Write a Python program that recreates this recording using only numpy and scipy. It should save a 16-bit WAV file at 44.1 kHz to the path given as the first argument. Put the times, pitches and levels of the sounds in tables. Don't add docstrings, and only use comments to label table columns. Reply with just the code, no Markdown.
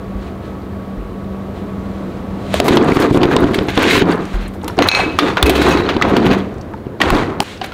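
import sys
import numpy as np
from scipy import signal
from scipy.fft import rfft, irfft, next_fast_len
from scipy.io import wavfile

SR = 44100
rng = np.random.default_rng(int(sys.argv[2]) if len(sys.argv) > 2 else 0)


def master_out(mix):
    frames = np.transpose(np.atleast_2d(mix))
    ceiling = np.clip(frames, -1, 1)
    pcm = np.round(ceiling * 32767).astype(np.int16)
    wavfile.write(sys.argv[1], SR, pcm)


def invert_db(level):
    return 10 ** (np.asarray(level, dtype=float) / 20)


N = 340893
TIME_S = np.arange(N) / SR
SCENE_CUT_S = 7.435


def rms_one(x):
    return x / np.sqrt(np.mean(x ** 2) + 1e-20)


def in_time(rows):
    s, *columns = np.transpose(rows)
    return [np.interp(TIME_S, s, column) for column in columns]


def drift(rate_hz):
    r = np.exp(-80 * np.pi * rate_hz / SR)
    slow = signal.lfilter([1], [1, -2 * r, r * r], rng.standard_normal(N // 40 + 2002))[2000:]
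    return np.interp(np.arange(N) / 40, np.arange(len(slow)), rms_one(slow))


def colour(x, spectrum):
    hz, db = np.transpose(spectrum)
    size = next_fast_len(N)
    bins_hz = np.maximum(np.arange(size // 2 + 1) * SR / size, 1)
    gain = invert_db(np.interp(np.log(bins_hz), np.log(hz), db))
    return rms_one(irfft(rfft(x, size) * gain, size)[:N])


def bandpass(low_hz, high_hz, order=2):
    return signal.butter(order, [low_hz, high_hz], "band", fs=SR, output="sos")


def ring(clicks, hz, t60):
    r = invert_db(-60 / (max(t60, .003) * SR))
    w = 2 * np.pi * hz / SR
    return signal.lfilter([0, np.sin(w)], [1, -2 * r * np.cos(w), r * r], clicks + 1e-18)


def grains(per_s, spread_db, clump_db, smooth, grit=1):
    sizes = invert_db(spread_db * np.minimum(rng.exponential(1, N), 4)) * rng.choice([-1, 1], N)
    slips = rms_one(sizes * (rng.random(N) < per_s / SR))
    mix = grit * slips + smooth * rng.standard_normal(N)
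    mix = mix / np.sqrt(grit ** 2 + smooth ** 2)
    return invert_db(clump_db * grit * drift(28)) * mix


def strike(hits, modes, scatter_db):
    s, db = np.transpose(hits)
    chance, out = rng.standard_normal((len(hits), len(modes))), np.zeros(N)
    for (hz, level_db, t60), luck in zip(modes, chance.T):
        clicks = np.zeros(N)
        clicks[(s * SR).astype(int)] = invert_db(db + level_db + scatter_db * luck)
        out += ring(clicks, hz, t60)
    return out


def strokes(rows, rise_s, rise_share, fall_db_per_s):
    t = np.arange(0, N + 40, 40) / SR
    s, length, db, above_db = np.transpose(rows)[:, :, None]
    rise = rise_s + rise_share * length
    rise_db = -19 * np.maximum(s + rise - t, 0) / rise
    fall_db = -fall_db_per_s * np.maximum(t - s - length, 0)
    power = invert_db(2 * (db + rise_db + fall_db)) * ((t < SCENE_CUT_S) | (s > SCENE_CUT_S))
    layers = power, power * invert_db(2 * above_db)
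    return np.array([np.interp(TIME_S, t, p.sum(axis=0)) for p in layers])


def swings(rows, rise_s):
    out, t = np.zeros(N + SR), np.arange(SR) / SR
    for s, db, hz, t60 in rows:
        i = int(s * SR)
        out[i:i + SR] += invert_db(db - 60 * t / t60) * (1 - np.exp(-t / rise_s)) * np.sin(2 * np.pi * hz * t)
    return out[:N]


# time_s, air_db, hum_db
FRIDGE_LEVELS = [(0, -27.5, -32), (1, -28, -30.5), (2.5, -23.5, -28), (4.5, -29, -32), (5, -26.5, -40.5),
                 (6.4, -24, -23), (6.9, -31, -81), (7.43, -30, -51), (7.44, -36, -66), (7.73, -31, -50)]
# freq_hz, density_db
FAN_AIR = [(12, -38), (20, -18), (86, 3.5), (154, -7.5), (193, 0.5), (222, -4), (293, -7), (446, -10),
           (642, -11.5), (825, -19), (1060, -21), (1150, -22.5), (1760, -29.5), (1960, -30), (16000, -66)]
# pitch_hz, level_db
WHINE_TONES = [(1126, -48), (1282, -52.5)]
# time_s, level_db
WHINE_LEVEL = [(0, 1.5), (2.2, 2), (2.6, 1), (4.6, -17), (7.73, -30)]


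def fridge():
    hum_hz, hum_width_hz = 194.3, 5.7
    air_db, hum_db = in_time(FRIDGE_LEVELS)
    air = colour(rng.standard_normal(N), FAN_AIR) * invert_db(air_db + 0.13 * drift(2.9))
    steady = np.sqrt(2) * np.sin(2 * np.pi * hum_hz * TIME_S)
    waver = rms_one(ring(rng.standard_normal(N), hum_hz, 2.2 / hum_width_hz))
    whine = np.zeros(N)
    for hz, db in WHINE_TONES:
        whine += invert_db(db + 2.0 * drift(14)) * np.sqrt(2) * np.sin(2 * np.pi * hz * TIME_S)
    return air + invert_db(hum_db) * (steady + 0.45 * waver) + invert_db(in_time(WHINE_LEVEL)[0]) * whine


# start_s, length_s, scrape_db, rustle_above_scrape_db
SLIDE_STROKES = [(.1, 0.18, -42.5, -4), (1.5, 0.095, -50, 4.5), (1.3, 0.89, -58.5, 9.5),
                 (2.38, 0.35, -45, 16.5), (2.5, 0.075, -30, 6), (2.69, 0.04, -14.5, -11),
                 (2.75, 0.3, -22.5, -7), (3.09, 0.059, -28.5, 3.5), (3.16, 0.18, -20.5, -16),
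                 (3.68, 0.16, -15.5, -12.5), (3.76, 0.2, -10.5, -9.5), (4.28, .18, -30, -20),
                 (4.86, 0.14, -18, -4), (.38, .1, -47.5, 0), (5.58, 0.2, -22.5, -20)]


def slides():
    return strokes(SLIDE_STROKES, rise_s=0, rise_share=0.71, fall_db_per_s=320)


# start_s, length_s, rumble_db, drag_above_rumble_db
SHOVE_STROKES = [(2.53, 0.014, -22, -10), (2.597, 0.028, -5.5, -11.5), (2.65, 0.4, -11.5, -8),
                 (3.107, 0.017, -9.5, -29), (3.14, 0.3, -10, -7), (3.55, 0.1, -19.5, -8),
                 (3.77, 0.014, -10, -4.5), (3.845, 0.24, -14.5, -29), (4.012, 0.0099, -13, -7),
                 (4.05, 0.1, -19, -1.5), (4.33, 0.022, -31.5, 2), (4.64, 0.023, -29, -3.5),
                 (4.765, .015, -26, -4), (4.783, 0.013, -9.5, -5.5), (4.83, 0.16, -26.5, 11.5),
                 (5.03, 0.044, -20.5, -24), (5.185, 0.057, -9.5, -6.5), (5.365, 0.022, -30.5, 10.5),
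                 (5.425, 0.045, 5.5, -8), (5.47, 0.23, -13.5, -3), (5.65, 0.13, -13, -5.5),
                 (5.85, 0.15, -19, -7.5), (6.015, 0.052, -12.5, -2), (6.1, 0.24, -13, -8.5),
                 (7.003, 0.039, -15.5, 0), (7.06, 0.04, -15, -3), (7.12, 0.048, -13, -1.5),
                 (7.24, 0.12, -25.5, -3.5), (7.395, 0.018, -21.5, 0), (7.61, 0.025, -37, 1)]


def shoves():
    return strokes(SHOVE_STROKES, rise_s=0.0052, rise_share=0, fall_db_per_s=120.5)


# start_s, length_s, scrape_db, rustle_above_scrape_db
SCUFF_STROKES = [(2.62, 0.041, -50, 8), (2.757, 0.013, -38, -29), (3.38, 0.086, -34, -0.5),
                 (3.53, 0.022, -26, -4.5), (4.05, 0.08, -33, -8), (4.2, 0.14, -38.5, -2),
                 (4.64, 0.11, -47, -1), (4.788, 0.11, -17.5, -23), (4.99, 0.21, -30.5, -11),
                 (5.19, 0.059, -17.5, -10), (5.365, 0.011, -21, -27), (5.425, 0.05, -1.5, -25),
                 (5.47, 0.21, -16.5, -5.5), (5.83, 0.13, -25, -20), (6.02, 0.32, -22, -16.5),
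                 (7.0, .19, -20.5, -9.5), (7.437, 0.084, -34.5, 0.5), (7.61, 0.057, -30.5, -10.5)]


def scuffs():
    return strokes(SCUFF_STROKES, rise_s=0.0045, rise_share=0, fall_db_per_s=129)


# start_s, length_s, scrape_db, foil_above_scrape_db
CRINKLE_STROKES = [(2.64, 0.041, -29, 6), (2.752, 0.015, -31, 5), (2.873, 0.026, -18, -20),
                   (2.932, 0.03, -31, 3), (2.997, 0.027, -32.5, 4), (3.04, 0.016, -29, -10),
                   (3.126, 0.019, -31, 2), (3.153, .022, -35, 4), (3.255, .015, -25, -12),
                   (3.293, 0.046, -21, -15), (3.465, 0.01, -18, -21), (3.505, 0.018, -32, -9),
                   (3.686, 0.019, -15.5, -16), (3.82, 0.013, -28, -2), (3.9, 0.095, -17, -7),
                   (3.99, 0.037, -9.5, -27), (4.085, 0.048, -23, -21), (4.33, 0.027, -29.5, -13),
                   (4.41, 0.023, -32, -10), (4.535, .015, -44, 4), (4.68, 0.029, -42, -7),
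                   (4.825, 0.018, -10, -16), (4.872, 0.016, -29, 8), (5.28, 0.01, -19, -22),
                   (5.372, 0.011, -12.5, -28), (5.457, 0.014, -7, 5.5), (5.55, 0.026, -9, -8),
                   (5.615, 0.012, -13, -2), (5.656, 0.0094, -24, -11), (5.685, 0.0088, -16, -6.5),
                   (5.705, 0.028, -20, -11.5), (5.77, 0.036, -16, -21), (5.89, 0.019, -16.5, -26),
                   (6.082, 0.02, -25, -13), (6.252, 0.02, -17.5, -14), (6.308, 0.013, -10, -24),
                   (6.328, 0.0097, -17, -15), (6.38, 0.0097, -37, -5), (7.147, 0.013, -18, -15),
                   (7.41, 0.034, -32, 4), (7.638, 0.0081, -18, -12)]


def crinkles():
    return strokes(CRINKLE_STROKES, rise_s=0.0015, rise_share=0, fall_db_per_s=1200)


# pitch_hz, level_db, t60_s
DOOR_MODES = [(137, -8.5, 0.09), (188.2, -9, 0.086), (228, -7, 0.11), (288.3, 1.5, 0.073), (317.2, 1, 0.09),
              (357, 3.5, 0.048), (389, -1, 0.11), (433, -1, 0.061), (530, -4, 0.042), (699, -8, 0.056)]
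# time_s, level_db
BIG_PANEL_LEVEL = [(0, 1), (4.6, 1), (4.8, -10), (5.9, -0.5), (6.1, 4), (7.73, 3.5)]


def door_rumble():
    shake = grains(per_s=200, spread_db=3.0, clump_db=1, smooth=.5)
    panel = invert_db(in_time(BIG_PANEL_LEVEL)[0])
    out = np.zeros(N)
    for k, (hz, db, t60) in enumerate(DOOR_MODES):
        push = shake * panel if k < 3 else shake
        out += invert_db(db) * (-1) ** k * ring(push, hz, t60)
    return rms_one(out)


def chatter():
    slips = grains(per_s=350, spread_db=4, clump_db=2, smooth=0)
    dealt = rng.integers(0, 18, N)
    out = np.zeros(N)
    for k, hz in enumerate(np.geomspace(750, 4600, 18)):
        out += ring(slips * (dealt == k), hz, t60=45 / hz)
    return rms_one(out)


# freq_hz, density_db
DRAG_COLOUR = [(290, -7.5), (500, 1), (613, -1.5), (708, 0), (1080, 1.5), (2000, -12.5), (2600, -29),
               (4400, -120)]
# freq_hz, density_db
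SCRAPE_COLOUR = [(880, -28), (1500, -1), (1850, -3), (2540, -1.5), (2730, -4), (4090, -10.5), (5200, -24.5),
                 (6760, -22), (11400, -120)]
# freq_hz, density_db
RUSTLE_COLOUR = [(2350, 4), (4000, 4.5), (5220, -5.5), (7910, -7.5), (15000, -24.5), (16200, -27),
                 (16500, -80)]
# freq_hz, density_db
FOIL_COLOUR = [(2500, -16), (4500, -8), (6500, -7), (9000, -7), (13000, -7), (15800, -10), (16500, -60)]


def handling():
    rest_db = np.array([[-34.5], [-42], [-68], [-52]])
    idle = invert_db(2 * (rest_db - 4.5 * (TIME_S > SCENE_CUT_S)))
    idle[3] *= invert_db(2 * -4 * (TIME_S > 5.5))
    rubbing = scuffs() + slides()
    crumpled, foiled = crinkles()
    rubbing[0] += crumpled
    shaken, dragged, scraped, rustled = np.sqrt(idle + np.vstack([shoves(), rubbing]))

    grit = np.clip(dragged / invert_db(-24.5), 0, 1)
    slips = grains(per_s=1200, spread_db=3.5, clump_db=1.5, smooth=.8, grit=grit)
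    drag = invert_db(-2.0) * dragged * colour(slips, DRAG_COLOUR)
    scrape = invert_db(-10.0) * scraped * colour(slips, SCRAPE_COLOUR)
    rustle = invert_db(-1.5) * rustled * colour(slips + 0.74 * rng.standard_normal(N), RUSTLE_COLOUR)
    foil = invert_db(-11.0) * np.sqrt(foiled) * colour(slips + 0.79 * rng.standard_normal(N), FOIL_COLOUR)
    loose = invert_db(-13) * np.hypot(scraped, dragged) * chatter()
    return shaken * door_rumble() + drag + scrape + rustle + foil + loose


# start_s, peak_db, pitch_hz, t60_s
THUMP_SWINGS = [(.15, -16, 54, .34), (.97, -18, 46, 0.62), (3.42, -10.5, 93, 0.43), (4.001, -26, 133, 0.41),
                (4.021, -8.5, 172, 0.69), (4.339, -7.5, 41.7, 0.45), (4.845, -16, 96, 0.35),
                (5.431, 22, 70, 0.13), (5.449, 3.5, 67.8, 0.71), (6.031, -21, 66, 0.8),
                (6.291, -18, 63.6, 0.19), (7.061, -12.5, 74.4, 0.28), (7.111, -5.5, 32.1, 0.24)]


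def thumps():
    return swings(THUMP_SWINGS, rise_s=0.003)


# start_s, peak_db, centre_hz
TICK_EVENTS = [(2.465, -32, 3100), (2.7337, -26, 6200), (2.8259, -24, 5230), (2.843, -28, 8000),
               (3.258, -32, 12000), (3.404, -27, 11000), (3.558, -29, 7550), (3.632, -36, 13000),
               (3.672, -34, 9300), (3.7543, -28, 8000), (3.789, -24, 11000), (3.8276, -22, 11000),
               (4.069, -43, 13000), (4.085, -35, 9000), (4.115, -26, 7500), (4.13, -35, 8500),
               (4.136, -36, 10000), (4.155, -36, 7560), (4.2535, -32, 8000), (4.3578, -31, 3100),
               (4.3933, -36, 3100), (4.4796, -31, 8940), (4.6148, -33, 3060), (4.6318, -36, 8100),
               (4.6437, -32, 6000), (4.7694, -35, 5000), (6.013, -19, 3920), (6.5404, -43, 6540),
               (6.5813, -41, 6000), (6.612, -31, 5040), (7.4246, -27, 10100), (7.574, -31, 4300),
               (7.6604, -31, 9500)]
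# start_s, peak_db, ring_hz
TAP_EVENTS = [
    (4.636, -17.5, 875),
    (4.697, -15, 954),
    (4.994, -1, 734),
    (5.37, -3.5, 990),
    (6.737, -18, 880),
    (7.613, -13.5, 740),
]


def ticks():
    out, size = np.zeros(N + SR), SR // 16
    events = TICK_EVENTS + TAP_EVENTS
    fade = np.exp(-np.arange(size) / SR * 1000 / 3.9)
    noise = rng.standard_normal((len(events), size)) * fade
    for (s, db, hz), puff in zip(events, noise):
        if hz > 3000:
            snap = signal.sosfilt(bandpass(hz * .8, hz * 1.3), puff)
        else:
            snap = ring(puff, hz, 0.028) + 0.6 * ring(puff, hz * 1.45, 0.018)
        i = int(s * SR)
        out[i:i + size] += invert_db(db) * snap / np.abs(snap).max()
    return out[:N]


# start_s, peak_db, ring_hz, brightness_db, contact_ms
CARTON_RAPS = [(2.5411, -3, 630, -8, 1.05), (2.6006, 8, 643, -17.5, 2.2), (2.6808, -0.5, 985, -12.5, 4.9),
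               (2.77, -1.5, 910, -25, 3.7), (2.9688, -7, 750, -26, 2.1), (3, -23, 1500, 0, 5.1),
               (3.023, -12, 690, -22, 2.9), (3.1452, -10.5, 686, -20, 2.1), (3.2313, -4, 870, -24, 3.3),
               (3.311, -25, 765, -17, 5.5), (3.365, 0.5, 1020, -32, 3.4), (3.5436, -11, 2180, -13, 5.6),
               (3.588, -10.5, 1430, -34, 1), (3.775, -2, 750, -22, 2.6), (3.978, -5, 1790, -31, 1.1),
               (4.125, -21, 830, -22, 0.9), (4.679, -16, 910, -6.5, 4.4)]
# start_s, peak_db, ring_hz, brightness_db, contact_ms
SLAM_RAPS = [(4.7886, 0.5, 745, -53, 1.05), (4.8226, 0, 1090, -21, 1.1), (4.888, 9, 4100, -25, 1.1),
             (4.9149, 0, 4120, -28, 1.2), (4.949, -1, 2460, -21, 1.6), (5.188, 5, 1226, -21, 7.5),
             (5.37, -7, 1130, -57, 2.5), (5.427, 18.5, 3510, -14, 4.7), (5.464, 5, 2460, -9, 3.8),
             (5.495, 11, 684, -9, 6.8), (5.5537, -1, 1730, -21, 13), (5.6172, -2, 1500, -29, 8),
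             (5.889, -10.5, 1180, -28.5, 9.1), (6.0224, -1, 1970, -25, 3.2), (6.166, -7, 960, -17, 4),
             (7.0149, 1.5, 1913, -22, 4.4), (7.1027, -4, 1090, -10, 1.8), (7.4033, 2.5, 836, -5, 0.23),
             (7.614, -16.5, 724, -36, 3.8), (7.6426, -18.5, 746, -21, 4.4), (7.72, -23.5, 1400, -25, 7.3)]
# start_s, edge_db, thud_db
CONTAINER_BUMPS = [(2.602, -40, 7.5), (2.773, -40, -1), (2.9205, -25, 10.5), (2.969, -40, 8.5),
                   (3.0463, -28, -5), (3.1244, -27, -3), (3.1723, -11, 13), (3.215, -15, -2),
                   (3.303, -31, -14), (3.3634, -38, 9), (3.4414, -14, 14), (3.6842, -12.5, 2.5),
                   (4.021, -13, 9), (4.094, -28, -15), (4.779, -22, -1), (5.464, -40, -2),
                   (5.4962, -42, 17.5), (5.5375, -20, -3), (5.6165, -40, 11.5), (5.9651, -14.5, 3),
                   (6.0766, -27, 1.5), (6.265, -7, 6), (6.3114, -15.5, 2), (6.8663, -38, -8),
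                   (7.0033, -13, -19), (7.1505, -16, 3), (2.707, -30, 10), (2.848, -25, -10),
                   (2.886, -30, -5), (2.999, -30, 1), (3.11, -32, 13.5), (3.144, -32, 6), (3.24, -16, -6),
                   (3.254, -14, 13.5), (3.509, -26, 3), (3.584, -19, 2.5), (3.611, -36, -1),
                   (3.773, -32, 4), (3.852, -10, -13), (3.949, -20, 0), (3.977, -20, 3), (4.055, -32, -3),
                   (4.147, -36, -7), (4.202, -34, -2.5), (4.787, -33, -0.5), (5.066, -25, -6),
                   (5.589, -22, 1), (5.643, -22, -3), (5.798, -27, -1.5), (6.167, -33, 1),
                   (6.334, -15, -12), (7.127, -26, 6), (7.177, -29, -9), (7.2, -33, -2), (7.223, -29, -0.5)]


def knocks():
    out, size = np.zeros(N + SR), SR // 8
    t = np.arange(size) / SR
    blows = [(*rap, rap[1] - 47) for rap in CARTON_RAPS + SLAM_RAPS]
    blows += [(s, edge_db, 845, -25, 2.6, thud_db) for s, edge_db, thud_db in CONTAINER_BUMPS]
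    noise = rng.standard_normal((len(blows), 2, size))
    treble, middle = bandpass(4800, 14000), bandpass(500, 4000, order=4)
    pushes = []
    for (s, db, hz, bright_db, ms, thud_db), (a, b) in zip(blows, noise):
        contact = np.exp(-t * 1000 / np.clip(ms, .3, 12))
        scuff = signal.sosfilt(middle, b * (contact + 0.55 * contact ** 0.54))
        crack = signal.sosfilt(treble, a * (contact + 0.057 * contact ** 0.84))
        panel = ring(a * np.exp(-t / 0.00035), hz, 0.016 + 0.0022 * ms + 1.5 / hz)
        sound = 0.79 * panel / np.abs(panel).max() + 0.99 * scuff / np.abs(scuff).max()
        sound += invert_db(bright_db - 1.0) * crack
        i = int((s + .0004) * SR)
        out[i:i + size] += invert_db(db + 2.5) * sound
        pushes.append((s + 0.001223, thud_db - 20.5))
    padding = signal.butter(2, 650, fs=SR, output="sos")
    return out[:N] - signal.sosfilt(padding, strike(pushes, DOOR_MODES, scatter_db=5.0))


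# start_s, peak_db
SNAP_EVENTS = [
    (2.7337, -20),
    (2.92, -22),
    (3.1755, -12),
    (3.3645, -7),
    (4.2545, -26),
    (4.6445, -21),
    (5.4965, -4),
    (7.404, -4.5),
]


def snaps():
    out, size = np.zeros(N + SR), SR // 50
    noise = rng.standard_normal((len(SNAP_EVENTS), size)) * np.exp(-np.arange(size) / SR / .0008)
    bursts = signal.sosfilt(bandpass(1100, 8000), noise)
    for (s, db), snap in zip(SNAP_EVENTS, bursts):
        i = int(s * SR)
        out[i:i + size] += invert_db(db) * snap / np.abs(snap).max()
    return out[:N]


# start_s, peak_db, pitch_hz, t60_s
PING_SWINGS = [(4.7050, -32, 5500, .02), (4.8235, -19, 6450, .08), (4.8235, -24, 6105, .08),
               (4.95, -27, 5540, .15), (5.002, -28, 2082, .15), (4.8235, -15, 4200, 0.084),
               (4.8235, -9, 2000, 0.092), (5.23, -38, 7200, .2), (6.0135, -3, 1250, .035),
               (5.965, -11, 980, .025), (2.92, -7, 2260, .025), (3.049, -6, 1190, 0.032),
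               (5.441, -10, 3700, .04), (5.458, -14, 8100, .07), (5.706, -26, 5650, .08),
               (5.861, -24, 4300, .05), (5.712, -28, 6498, .12), (5.3, -31, 4300, .05),
               (4.461, -32, 4120, .04)]


def pings():
    return swings(PING_SWINGS, rise_s=0.00041)


# start_s, length_s, high_ring_db, low_above_high_db
JINGLE_STROKES = [
    (3.89, .07, -29.5, 7.5),
    (4.95, 0.13, -39, -6),
    (5.55, 0.095, -27, -4),
    (5.68, 0.14, -34, -6),
]


def jingle():
    touches = grains(per_s=600, spread_db=4, clump_db=2, smooth=.5)
    high, low = np.sqrt(strokes(JINGLE_STROKES, rise_s=0.013, rise_share=0, fall_db_per_s=200.0))
    high_glass = rms_one(sum(ring(touches, hz, .035) for hz in (3880, 4120, 3900)))
    low_glass = rms_one(sum(ring(touches, hz, .035) for hz in (2140, 2200, 2400)))
    return high * high_glass + low * low_glass


# start_s, strength_db, free_ring_s before the next contact, loss_db_per_octave off the main ring
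CLINK_EVENTS = [
    (4.8225, -22, .04, -3),
    (4.8868, -3, .022, 0),
    (4.9148, -4, .03, 0),
    (4.9487, -5, .03, -1),
    (4.972, -20, .02, -3),
    (5.002, -12, .092, 12),
    (5.098, -22, .07, 20),
    (5.459, 4, .043, 30),
    (5.552, -13, .06, 30),
    (5.712, -17, .033, 30),
]
# pitch_hz, level_db, t60_s
GLASS_MODES = [(2078, -12, .2), (2293, -8, .25), (2487, -11, .15), (2573, -3, .45), (2596, -8, .25),
               (2640, -5, .05), (4070, 5, .022), (4151, -14, .15), (4170, 5, .025), (4296, -16, .25),
               (4393, -16, .15), (5626, -25, .15), (6072, -25, .2), (6471, -22, .25), (6573, -19, .055),
               (6745, -24, .2), (8100, -24, .06), (9518, -31, .15)]


def bottles():
    out, t = np.zeros(N + SR), np.arange(SR // 2) / SR
    hz, level_db, t60 = np.transpose(GLASS_MODES)[:, :, None]
    octaves_off = np.abs(np.log2(hz / hz[3]))
    luck = rng.standard_normal((len(CLINK_EVENTS), len(GLASS_MODES), 1))
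    for (s, db, free_s, loss_db), chance in zip(CLINK_EVENTS, luck):
        mode_db = db + level_db - loss_db * octaves_off + 2 * chance - 60 * t / t60
        modes = invert_db(mode_db) * np.sin(2 * np.pi * hz * t)
        choke = np.exp(-np.maximum(t - free_s, 0) / 0.0018)
        i = int(s * SR)
        out[i:i + len(t)] += modes.sum(axis=0) * (.08 + .92 * choke) * (1 - np.exp(-t / .0005))
    return out[:N]


# start_s, level_db
SHELF_HITS = [
    (5.1887, -3.5),
    (5.214, -15),
    (5.232, -12),
    (5.28, -26),
]
# pitch_hz, level_db, t60_s
SHELF_MODES = [(1141, 1, .08), (1230, 0, .06), (1879, -9, .12), (2750, -2, .02), (3499, -8, .18),
               (3671, -15, .16), (4253, -20, .1)]


def shelf():
    return strike(SHELF_HITS, SHELF_MODES, scatter_db=1)


def kitchen(x):
    t = np.arange(SR // 2) / SR
    echo = rng.standard_normal(len(t)) * invert_db(-60 * t / 0.39) * (t > .006)
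    echo = signal.sosfilt(signal.butter(1, 12500, fs=SR, output="sos"), echo)
    return signal.fftconvolve(x, echo / np.sqrt(np.sum(echo ** 2)))[:N]


def scene():
    hits = knocks() + ticks() + bottles() + shelf() + pings()
    echoing = (TIME_S < SCENE_CUT_S) | (TIME_S > SCENE_CUT_S + .15)
    echoes = invert_db(-18) * kitchen(hits) * echoing
    return (fridge() + handling() + hits + echoes + thumps() + snaps() + jingle())[None]


def roll_off(x):
    return signal.sosfilt(signal.butter(12, 17020, fs=SR, output="sos"), x)


def record(dry):
    limit_db, release_db_per_s, ceiling = 2.5, 107, 1.45
    over_db = np.maximum(20 * np.log10(np.abs(dry) + 1e-9) - limit_db, 0)
    hiss_db = -61 - 3 * (TIME_S > 5.45)
    hiss = invert_db(hiss_db) * np.diff(rng.standard_normal(N + 1))
    ramp_db = release_db_per_s * TIME_S
    held_db = np.maximum.accumulate(over_db + ramp_db, axis=1) - ramp_db
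    duck_db = signal.lfilter([.03], [1, .03 - 1], held_db)
    ducked = (dry + hiss) * invert_db(-duck_db)
    rounded = ceiling * np.tanh(ducked / ceiling)
    rounded = signal.sosfilt(signal.butter(1, 14, "high", fs=SR, output="sos"), rounded)
    top_cut = signal.cheby2(16, 45, 16000, fs=SR, output="sos")
    mix = signal.sosfilt(top_cut, np.clip(rounded, -.97, .97))
    return roll_off(mix)


dry = scene()
out = record(dry)
master_out(out)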